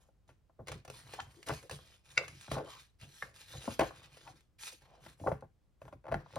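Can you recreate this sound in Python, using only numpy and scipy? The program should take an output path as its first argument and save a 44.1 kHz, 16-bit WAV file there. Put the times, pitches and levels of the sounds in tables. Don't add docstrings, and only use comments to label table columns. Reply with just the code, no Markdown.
import sys
import numpy as np
from scipy import signal
from scipy.fft import rfft, irfft, next_fast_len
from scipy.io import wavfile
from scipy.ndimage import uniform_filter1d, map_coordinates

SR = 44100
rng = np.random.default_rng(int(sys.argv[2]) if len(sys.argv) > 2 else 0)


def output_pcm(signal):
    pcm = np.clip(np.atleast_2d(signal).T, -1, 1) * 32767
    wavfile.write(sys.argv[1], SR, np.round(pcm).astype(np.int16))


N = 281358

# [t/s, level/dB, crisp share/dB, softness cut-off f/Hz, slap rise/s, slap t60/s]
FLAP_EVENTS = [(0.084, -53.5, -35, 1267, 0.0049, 0.033), (0.288, -48.5, -6.5, 1450, 0.0022, 0.081),
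               (.494, -53.5, -29, 1270, 0.0023, 0.036), (0.588, -40.5, -44, 1040, 0.011, 0.049),
               (0.673, -43, -8, 900, 0.0017, 0.028), (.682, -30.5, -2.5, 1340, 0.00091, 0.025),
               (.718, -35.5, -11.5, 1210, 0.0015, 0.043), (1.4717, -32.5, -15, 1600, 0.002, 0.061),
               (1.4914, -19.5, -22, 1250, 0.0021, 0.019), (1.499, -25.5, -16, 2010, 0.0017, 0.045),
               (1.504, -21, -14, 2090, .0008, 0.028), (1.5112, -25, -21, 1590, 0.0007, 0.043),
               (1.521, -33, -25, 800, 0.0042, 0.054), (2.479, -35.5, -22, 1430, 0.0013, 0.02),
               (2.5141, -19, -7.5, 1130, 0.00065, 0.017), (2.528, -32, -25.5, 1030, 0.0043, 0.14),
               (2.559, -26, -23, 1030, 0.0097, 0.066), (2.577, -31, -9.5, 1303, 0.0042, 0.056),
               (2.59, -28, -28, 990, 0.0058, 0.051), (2.671, -40, -19.5, 1590, 0.0021, 0.096),
               (3.024, -50.5, -1, 1030, 0.0027, 0.046), (3.221, -35.5, -4, 1520, 0.0043, 0.047),
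               (3.537, -39.5, -10, 1800, 0.0013, 0.031), (3.674, -22, -27, 1080, 0.0044, 0.028),
               (3.706, -42, -22, 1000, 0.0043, 0.045), (3.7925, -9.5, -12.5, 1170, 0.0018, 0.025),
               (3.803, -16, -8, 1360, 0.0059, 0.047), (3.812, -17.5, -15, 1310, 0.0022, 0.083),
               (3.829, -29, -12, 1090, 0.0031, 0.11), (3.864, -41, -8, 1500, 0.0013, 0.057),
               (4.273, -43, 0.5, 2020, 0.0031, 0.046), (5.061, -39.5, -3.5, 2375, 0.0042, 0.024),
               (5.195, -42.5, -9.5, 800, 0.0046, 0.042), (5.21, -34, -45, 450, 0.0044, 0.046),
               (5.236, -29, -44, 780, 0.0023, 0.035), (5.26, -19.5, -40, 800, 0.0044, 0.037),
               (5.268, -33.5, -12, 2200, .001, 0.023), (5.2705, -14.5, -36, 1292, 0.0022, 0.029),
               (5.283, -27, -31.5, 1280, 0.0048, 0.076), (5.3146, -16, -37, 1357, 0.0011, 0.019),
               (5.318, -25, -19, 2100, 0.001, .04), (5.329, -42, -22, 2097, 0.0027, 0.2),
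               (5.423, -28.5, -33, 1050, 0.0012, 0.01), (5.433, -49.5, -22, 1680, 0.0031, 0.09),
               (5.8156, -35, -12.5, 1460, 0.0012, 0.031), (5.852, -40.5, -12, 1480, 0.0014, 0.031),
               (5.878, -37.5, -14, 1447, 0.0017, 0.028), (5.924, -35, -15, 1230, 0.002, 0.048),
               (6.04, -40, -19, 1400, 0.00096, 0.025), (6.053, -34, -20, 1700, 0.001, 0.021),
               (6.066, -31, -19, 1380, 0.00063, 0.021), (6.079, -32, -16, 1540, 0.004, 0.048),
               (6.113, -28, -16, 1620, 0.0031, 0.05), (6.119, -18.5, -18.5, 1560, 0.0029, 0.033),
               (6.141, -15, -15, 1760, 0.0013, 0.018), (6.155, -35, -23, 1500, 0.003, 0.076),
               (6.259, -41, -25, 1140, 0.0025, 0.029), (6.334, -40.5, -10, 1090, 0.0023, 0.019),
               (6.359, -25, -45, 1220, 0.0073, 0.044)]
# [t/s, level/dB, body share/dB]
TICK_EVENTS = [(0.6705, -41.5, 1.5), (0.6816, -33, -27), (0.7163, -33, -2), (0.849, -46, 6),
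               (0.8773, -50, 11.5), (0.899, -39, 5), (1.1355, -37, 4), (1.4272, -42, -33),
               (1.485, -29.5, -8.5), (1.535, -37, -10.5), (1.627, -47.5, -12), (1.695, -38, 3.5),
               (1.71, -33.5, 3.5), (2.28, -37, -17), (2.5158, -34, 5), (2.749, -49, -8.5),
               (3.606, -47.5, -0.5), (3.654, -42, 0), (3.792, -28, 5.5), (4.169, -49.5, 6.5),
               (4.72, -47.5, -9), (4.819, -58, 6.5), (5.407, -59, -6), (6.357, -36.5, -5.5)]
# [t/s, level/dB]
THUMP_EVENTS = [(.748, -48.5), (1.513, -41.5), (1.716, -48.5), (2.485, -49), (2.516, -43), (2.56, -43.5),
                (3.676, -44), (3.795, -43.5), (3.824, -44.5), (5.208, -44.5), (5.272, -40.5),
                (5.319, -40.5), (5.428, -54.5), (5.935, -54), (6.15, -41)]
# [t/s, level/dB, pitch f/Hz, swell/s, t60/s, crack share/dB, left over right/dB]
BUCKLE_EVENTS = [(1.2026, -36.5, 1482, 0.0061, 0.02, -1.5, -0.5),
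                 (2.1784, -13, 2257, 0.0019, 0.013, -6, 0.5), (3.2251, -27, 1795, 0.0015, 0.019, -21, -1)]
# [middle
# t/s, length/s, level/dB, start f/Hz, end f/Hz]
GAP_NOTES = [(0.602, .04, -52, 622, 440), (.695, .05, -51, 548, 474), (1.194, .03, -41, 713, 1054),
             (1.39, 0.088, -62.5, 329, 422), (1.647, .06, -57.5, 559, 449), (2.61, 0.17, -45.5, 541.8, 467),
             (2.713, 0.24, -59.5, 980, 1102), (3.549, .04, -56, 1002, 420),
             (3.682, 0.027, -39, 312.5, 225.8), (3.814, .058, -38.5, 397.6, 311),
             (4.282, 0.068, -54, 985, 787), (4.734, .045, -64, 721, 381), (4.936, .26, -65.5, 884, 585.5),
             (5.278, .04, -31, 669, 557.5)]
# [start t/s, rise/s, hold/s, hiss level/dB, edge sizzle share/dB, hollow rustle share/dB]
SLIDE_STROKES = [(0, 0.0027, 0.041, -84, 3, 5.5), (0.275, 0.01, 0.0098, -80, -3, 6),
                 (0.661, 0.024, 0.043, -60.5, -13.5, -3), (0.874, 0.12, 0.0038, -61.5, -2.5, 1.5),
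                 (1.016, 0.15, 0.056, -62, -7, 3.5), (1.25, 0.042, 0.36, -74.5, -0.5, 4),
                 (1.46, 0.0081, 0.017, -56, -0.5, 3), (1.512, 0.021, 0.049, -59.5, -3.5, -8),
                 (1.706, 0.014, 0.021, -57.5, -2, -8), (1.784, 0.043, 0.12, -67.5, -8.5, -4),
                 (2.037, 0.052, 0.23, -66, -6, -4), (2.326, 0.11, 0.032, -59.5, -9, -13),
                 (2.497, 0.018, 0.034, -53, -8, -0.5), (2.623, 0.12, 0.055, -59, -8, -10.5),
                 (2.985, 0.044, 0.012, -63.5, -6.5, -10), (3.053, 0.17, 0.024, -62.5, -4, -19),
                 (3.332, 0.068, 0.021, -59, -6, -10), (3.447, 0.092, 0.011, -57.5, -3.5, -5.5),
                 (3.566, 0.11, 0.05, -56.5, -3, -1), (3.817, 0.026, 0.017, -54.5, -6.5, -4),
                 (3.912, 0.052, 0.092, -65.5, -11.5, 0.5), (4.081, 0.088, 0.14, -67, -5.5, 0.5),
                 (4.346, 0.0273, 0.0084, -72.5, -6.5, -13.5), (4.583, 0.033, 0.027, -56, -1, -16.5),
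                 (4.627, 0.04, 0.0074, -49, -0.5, -18), (4.678, 0.0095, 0.011, -59.5, -6, -16),
                 (4.802, 0.022, 0.03, -75, -11, 3), (4.88, 0.025, .06, -73.5, -18.5, 2),
                 (4.996, 0.058, 0.049, -69, -2.5, 5), (5.168, 0.11, 0.023, -73.5, 4.5, 1),
                 (5.803, 0.02, 0.054, -83.5, 3, 10), (6.07, 0.084, 0.055, -77.5, -15, 16),
                 (6.235, 0.19, .04, -64, -35, 2.5)]
# [start t/s, rise/s, puff level/dB, hollow rustle level/dB]
SHEET_SWINGS = [(0.289, 0.013, -64.5, -85), (0.592, 0.015, -54, -72), (.67, 0.06, -53, -63),
                (.87, 0.032, -53.5, -71), (1.13, 0.15, -63, -77), (1.48, 0.03, -51, -54),
                (1.69, 0.037, -51.5, -56.5), (2.169, 0.016, -51.5, -44), (2.279, 0.021, -54, -90),
                (2.51, 0.07, -48.5, -47), (3.013, 0.022, -53, -66), (3.22, 0.017, -54.5, -54),
                (3.538, 0.02, -51, -62.5), (3.665, 0.04, -55, -52.5), (3.788, 0.022, -49, -39),
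                (4.27, 0.065, -65.5, -74.5), (5.05, 0.025, -57.5, -77), (5.2, 0.115, -48, -59.5),
                (5.81, 0.057, -58.5, -68), (6.06, 0.099, -48, -51), (6.33, 0.049, -46, -76)]

# [f/Hz, width/Hz, level/dB]
SHEET_MODES = [(331, 61, -3), (429.5, 12, 5.5), (526, 82, 8), (630, 190, 4.5), (776, 24, 0.5),
               (847, 38, -2.5), (980, 140, -1), (1390, 97, 0), (1650, 30, -13), (2600, 180, -13)]
# [multiple of its pitch, level/dB]
BUCKLE_PARTIALS = [(0.641, -11), (.75, -14.5), (0.928, -7), (1, -4.5), (1.183, -6), (1.36, -16), (2.14, -5),
                   (2.419, -16.5), (2.83, -11)]

# [f/Hz, level/dB]
HISS_SPECTRUM = [(200, -28), (700, -9), (1500, 1.5), (3000, 6.5), (5000, 3.5), (7000, -5.5), (10000, -17.5),
                 (16000, -41)]
# [f/Hz, level/dB]
SIZZLE_SPECTRUM = [(3000, -28), (6000, -2.5), (9000, -2), (12000, -7.5), (14000, -18), (16000, -22)]
# [f/Hz, level/dB]
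RUSTLE_SPECTRUM = [(120, -25.5), (300, -2.5), (550, -3.5), (1000, 2), (1600, -7), (3500, -40)]
# [f/Hz, level/dB]
DAMPED_SPECTRUM = [(120, -17.5), (300, -4), (550, 5.5), (1000, 3), (1600, -1), (2400, -9), (5000, -28)]
# [f/Hz, level/dB]
AIR_SPECTRUM = [(20, -27.5), (45, -5), (65, -1.5), (95, -1), (135, 3.5), (190, -12.5), (350, -12.5),
                (900, -52.5)]
# [f/Hz, level/dB]
CRINKLE_SPECTRUM = [(300, -34.5), (1000, -5), (1550, 7.5), (2000, 7.5), (2450, 9.5), (3200, 2),
                    (6000, -6.5), (10000, -9.5), (16000, -23.5)]
# [f/Hz, level/dB]
EDGE_SPECTRUM = [(300, -12), (1200, -1.5), (2500, 0.5), (5500, -5.5), (9000, -3.5), (13000, -23),
                 (16000, -17)]
# [f/Hz, level/dB]
CRACK_SPECTRUM = [(200, -16), (800, -1.5), (2200, 7), (3900, -3), (6000, -2.5), (7500, -0.5), (9500, -34),
                  (16000, -41.5)]
# [f/Hz, level/dB]
HUSH_SPECTRUM = [(20, -13), (55, 7), (130, -4), (250, -13.5), (600, -21), (2000, -31.5), (8000, -39),
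                 (16000, -46.5)]

# [f/Hz, phase/rad]
PORT_PHASE = [(0, -0.5), (950, 0.5), (2070, 0.39), (3100, 1.49), (4910, 0.58), (6370, -1.56), (6720, -2),
              (8100, -3.5), (9910, -5.5), (12300, -7.5), (13300, -11.5), (16000, -11.5)]
# [f/Hz, t60/s]
ROOM_DECAY = [(100, 0.52), (500, 0.12), (2500, 0.36), (8000, 0.22), (16000, 0.21)]

TOP_HZ = 15900
SPAN = 16384
AGE = np.arange(SPAN) / SR
STROKE_FALL_DB_PER_S = 245
STROKE_AIR_DB = -3
PUFF_FALL_DB_PER_S, RUSTLE_FALL_DB_PER_S = 172.5, 209
BEND_DELAY_S = 0.0007
FLUTTER_DB = 2
CRACKLE_DB = 8
TICK_T60_S = 0.02
OVERTONE_GROWTH = 0.99
THUMP_RISE_S, THUMP_T60_S = 0.007, 0.14
GAP_WIDTH = 0.17


def amp(db):
    return 10 ** (np.asarray(db) / 20)


def unit(x):
    return x / np.sqrt(np.mean(x ** 2) + 1e-20)


def along(points, hz):
    f, v = np.transpose(points)
    return np.interp(np.log(hz + 1), np.log(f + 1), v)


def wobble(rate):
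    knots = rng.standard_normal(int(N * rate / SR) + 4)
    return map_coordinates(knots, [np.arange(N) * rate / SR])


def filtered(x, response):
    size = next_fast_len(N + SPAN)
    hz = np.fft.rfftfreq(size, 1 / SR)
    return irfft(rfft(x, size) * response(hz), size)[..., :N]


def coloured(x, spectrum):
    return unit(filtered(x, lambda hz: amp(along(spectrum, hz))))


def noise(spectrum, grain_db, patchy_db):
    catches = rng.standard_normal(N) * amp(grain_db * wobble(rate=900))
    z = signal.stft(catches, nperseg=512)[2]
    field = uniform_filter1d(rng.standard_normal(z.shape), size=4, axis=0)
    field = uniform_filter1d(field, size=14, axis=1)
    patchy = signal.istft(z * amp(patchy_db * unit(field)), nperseg=512)[1][:N]
    return coloured(patchy, spectrum)


def causal(spectrum):
    gain = amp(along(spectrum, np.fft.rfftfreq(SPAN, 1 / SR)))
    cepstrum = irfft(np.log(gain))
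    return np.exp(rfft(2 * cepstrum[:SPAN // 2], SPAN) - cepstrum[0])


def sheet_response():
    f = np.fft.rfftfreq(SPAN, 1 / SR)
    travel = np.exp(-4j * np.pi * BEND_DELAY_S * np.sqrt(1000 * f))
    modes = np.array(SHEET_MODES)
    bend = rng.normal(0, [.01, 1], (len(modes), 2))
    ringing = 0
    for (hz, width, db), (shift, swing_db) in zip(modes, bend):
        bent_hz = hz * (1 + shift)
        damping = 1j * f * width
        ringing = ringing + amp(db + swing_db) * damping / (bent_hz ** 2 - f * f + damping)
    return travel * ringing


def cushion(soft_hz):
    lowpass = signal.butter(4, 1, analog=True)
    return signal.freqs(*lowpass, np.fft.rfftfreq(SPAN, 1 / SR) / soft_hz)[1]


def burst(response, rise, t60, first=0, clump_db=0, grain_db=0):
    shape = (1 - np.exp(-(AGE / rise) ** 2)) * amp(-60 * AGE / max(t60, .004))
    shape = shape / shape.max()
    clumps = np.interp(AGE, np.arange(128) / 400, rng.standard_normal(128))
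    sizes = amp(clump_db * clumps + grain_db * rng.standard_normal(SPAN))
    contacts = shape * sizes * rng.standard_normal(SPAN)
    contacts[np.argmax(shape) // 2] += first * np.linalg.norm(contacts)
    sound = irfft(rfft(contacts) * response)
    return sound * np.linalg.norm(shape) / np.linalg.norm(sound)


def add(track, s, sound):
    part = track[max(round(s * SR), 0):][:len(sound)]
    part += sound[:len(part)]


def gestures(rows, fall_db_per_s):
    power, t = np.zeros(N), np.arange(SR) / SR
    for s, rise, hold, db in rows:
        speed = np.sin(np.pi / 2 * np.clip(t / rise, 0, 1))
        level_db = db - fall_db_per_s * np.maximum(t - rise - hold, 0)
        add(power, s, (speed * amp(level_db)) ** 2)
    return np.sqrt(power)


def stroke_rustle():
    rows = [(s, rise, hold, db + share) for s, rise, hold, db, _, share in SLIDE_STROKES]
    return gestures(rows, STROKE_FALL_DB_PER_S)


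def room(x, early_db, late_db):
    hz, t, z = signal.stft(rng.standard_normal((2, SPAN)), SR, nperseg=256)
    decay = amp(-60 * t / along(ROOM_DECAY, hz)[:, None])
    tail = signal.istft(z * decay, SR, nperseg=256)[1][:, :SPAN]
    tail = tail * (1 - np.exp(-AGE / 0.001))
    early = rng.standard_normal((2, SPAN)) * amp(-60 * AGE / 0.063) * (1 - np.exp(-AGE / 0.00044))
    early_gain = amp([[early_db + 0.5], [early_db]])
    answer = (early_gain * unit(early) + amp(late_db) * unit(tail)) / np.sqrt(SPAN)
    mid, side = signal.fftconvolve(x[None], answer, axes=1)[:, :N]
    side = filtered(side, lambda f: 1j * f / (400 + 1j * f))
    left_right = np.array([mid + side, mid - side]) / np.sqrt(2)
    return filtered(left_right, lambda f: 1 / (1 + 1j * f / 7000))


def heard(x, left_db, early_db, late_db):
    direct = filtered(x, lambda hz: np.exp(.5j * np.outer([1, -1], along(PORT_PHASE, hz))))
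    balance = amp([[left_db / 2], [-left_db / 2]])
    return balance * (direct + room(x, early_db, late_db))


def room_tone():
    shape = lambda hz: amp(along(HUSH_SPECTRUM, hz))
    hush = unit(filtered(rng.standard_normal((3, N)), shape))
    return amp(-73.0) * hush[0] + amp(-74.0) * hush[1:]


def puffs():
    swing = gestures([(s, rise, 0, db) for s, rise, db, _ in SHEET_SWINGS], PUFF_FALL_DB_PER_S)
    push = np.hypot(swing, amp(STROKE_AIR_DB) * stroke_rustle())
    return push * noise(AIR_SPECTRUM, grain_db=3.5, patchy_db=2.5)


def gaps():
    track = np.zeros(N)
    for s, length, db, start_hz, end_hz in GAP_NOTES:
        travel = np.clip(AGE / length, 0, 1)
        hz = start_hz * (end_hz / start_hz) ** travel
        lowpass = signal.butter(2, GAP_WIDTH * start_hz, fs=SR)
        a, b = signal.lfilter(*lowpass, rng.standard_normal((2, SPAN)))
        phase = 2 * np.pi * np.cumsum(hz) / SR
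        note = np.sin(np.pi * travel) ** 2 * (a * np.cos(phase) + b * np.sin(phase))
        add(track, s - length / 2, amp(db - 3.0) * unit(note) * np.sqrt(length / AGE[-1]))
    return track


def thumps():
    track, air = np.zeros(N), causal(AIR_SPECTRUM)
    for s, db in THUMP_EVENTS:
        add(track, s, amp(db) * burst(air, rise=THUMP_RISE_S, t60=THUMP_T60_S, first=0.6))
    return track


def swinging():
    swing = gestures([(s, rise, 0, db) for s, rise, _, db in SHEET_SWINGS], RUSTLE_FALL_DB_PER_S)
    contacts = noise(RUSTLE_SPECTRUM, grain_db=7, patchy_db=2)
    ringing = unit(signal.fftconvolve(contacts, irfft(sheet_response()))[:N])
    hollow = swing * (amp(-5.5) * contacts + amp(-0.5) * ringing)
    damped = stroke_rustle() * noise(DAMPED_SPECTRUM, grain_db=6.5, patchy_db=1.5)
    return hollow + amp(-2.5) * damped


def sliding():
    rub = gestures([row[:4] for row in SLIDE_STROKES], STROKE_FALL_DB_PER_S)
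    edge_rows = [(s, rise, hold, db + share) for s, rise, hold, db, share, _ in SLIDE_STROKES]
    edge = gestures(edge_rows, STROKE_FALL_DB_PER_S)
    pressure = amp(1.9 * wobble(rate=55))
    snags = (rng.random(N) < 90 / SR) * rng.standard_normal(N)
    crackle = coloured(snags, EDGE_SPECTRUM)
    hiss = noise(HISS_SPECTRUM, grain_db=3.4, patchy_db=2.6) + amp(-6) * crackle
    sizzle = noise(SIZZLE_SPECTRUM, grain_db=3, patchy_db=3.5)
    return pressure * (rub * hiss + amp(2) * edge * sizzle)


def ticks():
    track, edge = np.zeros(N), causal(EDGE_SPECTRUM)
    for s, db, body_db in TICK_EVENTS:
        click = amp(-8.0) * burst(edge, rise=0.0019, t60=TICK_T60_S, grain_db=CRACKLE_DB)
        body = amp(body_db - 9.5) * burst(sheet_response(), rise=0.0011, t60=.025, first=0.52)
        add(track, s, amp(db) * (click + body))
    return track


def buckle(s, db, hz, swell, t60, crack_db):
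    track, t = np.zeros(N), AGE - AGE[SPAN // 2]
    shape = np.exp(np.minimum(t, 0) / swell) * amp(-60 * np.maximum(t, 0) / t60)
    tilt_db = OVERTONE_GROWTH * crack_db
    ring = 0
    for multiple, level in BUCKLE_PARTIALS:
        gain = amp(level + tilt_db * max(np.log2(multiple), 0))
        ring = ring + gain * np.sin(2 * np.pi * (hz * multiple * t + rng.random()))
    add(track, s + t[0], amp(db) * shape * ring)
    add(track, s, amp(db + crack_db) * burst(causal(CRACK_SPECTRUM), rise=0.00015, t60=t60))
    return track


def flaps():
    track, crisp = np.zeros(N), causal(CRINKLE_SPECTRUM)
    for s, db, crisp_db, soft_hz, rise, t60 in FLAP_EVENTS:
        struck = sheet_response() * cushion(soft_hz)
        slap = amp(-11.0) * burst(struck, rise=rise, t60=t60, first=0.45)
        crinkle = burst(crisp, rise=0.8 * rise, t60=1.2 * t60, clump_db=FLUTTER_DB, grain_db=CRACKLE_DB)
        add(track, s, amp(db) * (slap + amp(crisp_db - 12.5) * crinkle))
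    return track


def scene():
    return (room_tone()
            + heard(puffs() + thumps(), left_db=0.8, early_db=-5.0, late_db=-13.0)
            + heard(swinging() + gaps(), left_db=1.5, early_db=-11.5, late_db=-6.0)
            + heard(sliding(), left_db=0.0, early_db=-2.5, late_db=-13.5)
            + heard(ticks(), left_db=0.5, early_db=-4.0, late_db=-10.5)
            + sum(heard(buckle(*pop), left_db=pan_db, early_db=-7.0, late_db=-13.5)
                  for *pop, pan_db in BUCKLE_EVENTS)
            + heard(flaps(), left_db=3.0, early_db=-7.5, late_db=-11.5))


def record(dry):
    return filtered(dry, lambda hz: hz < TOP_HZ)


dry = scene()
out = record(dry)
output_pcm(out)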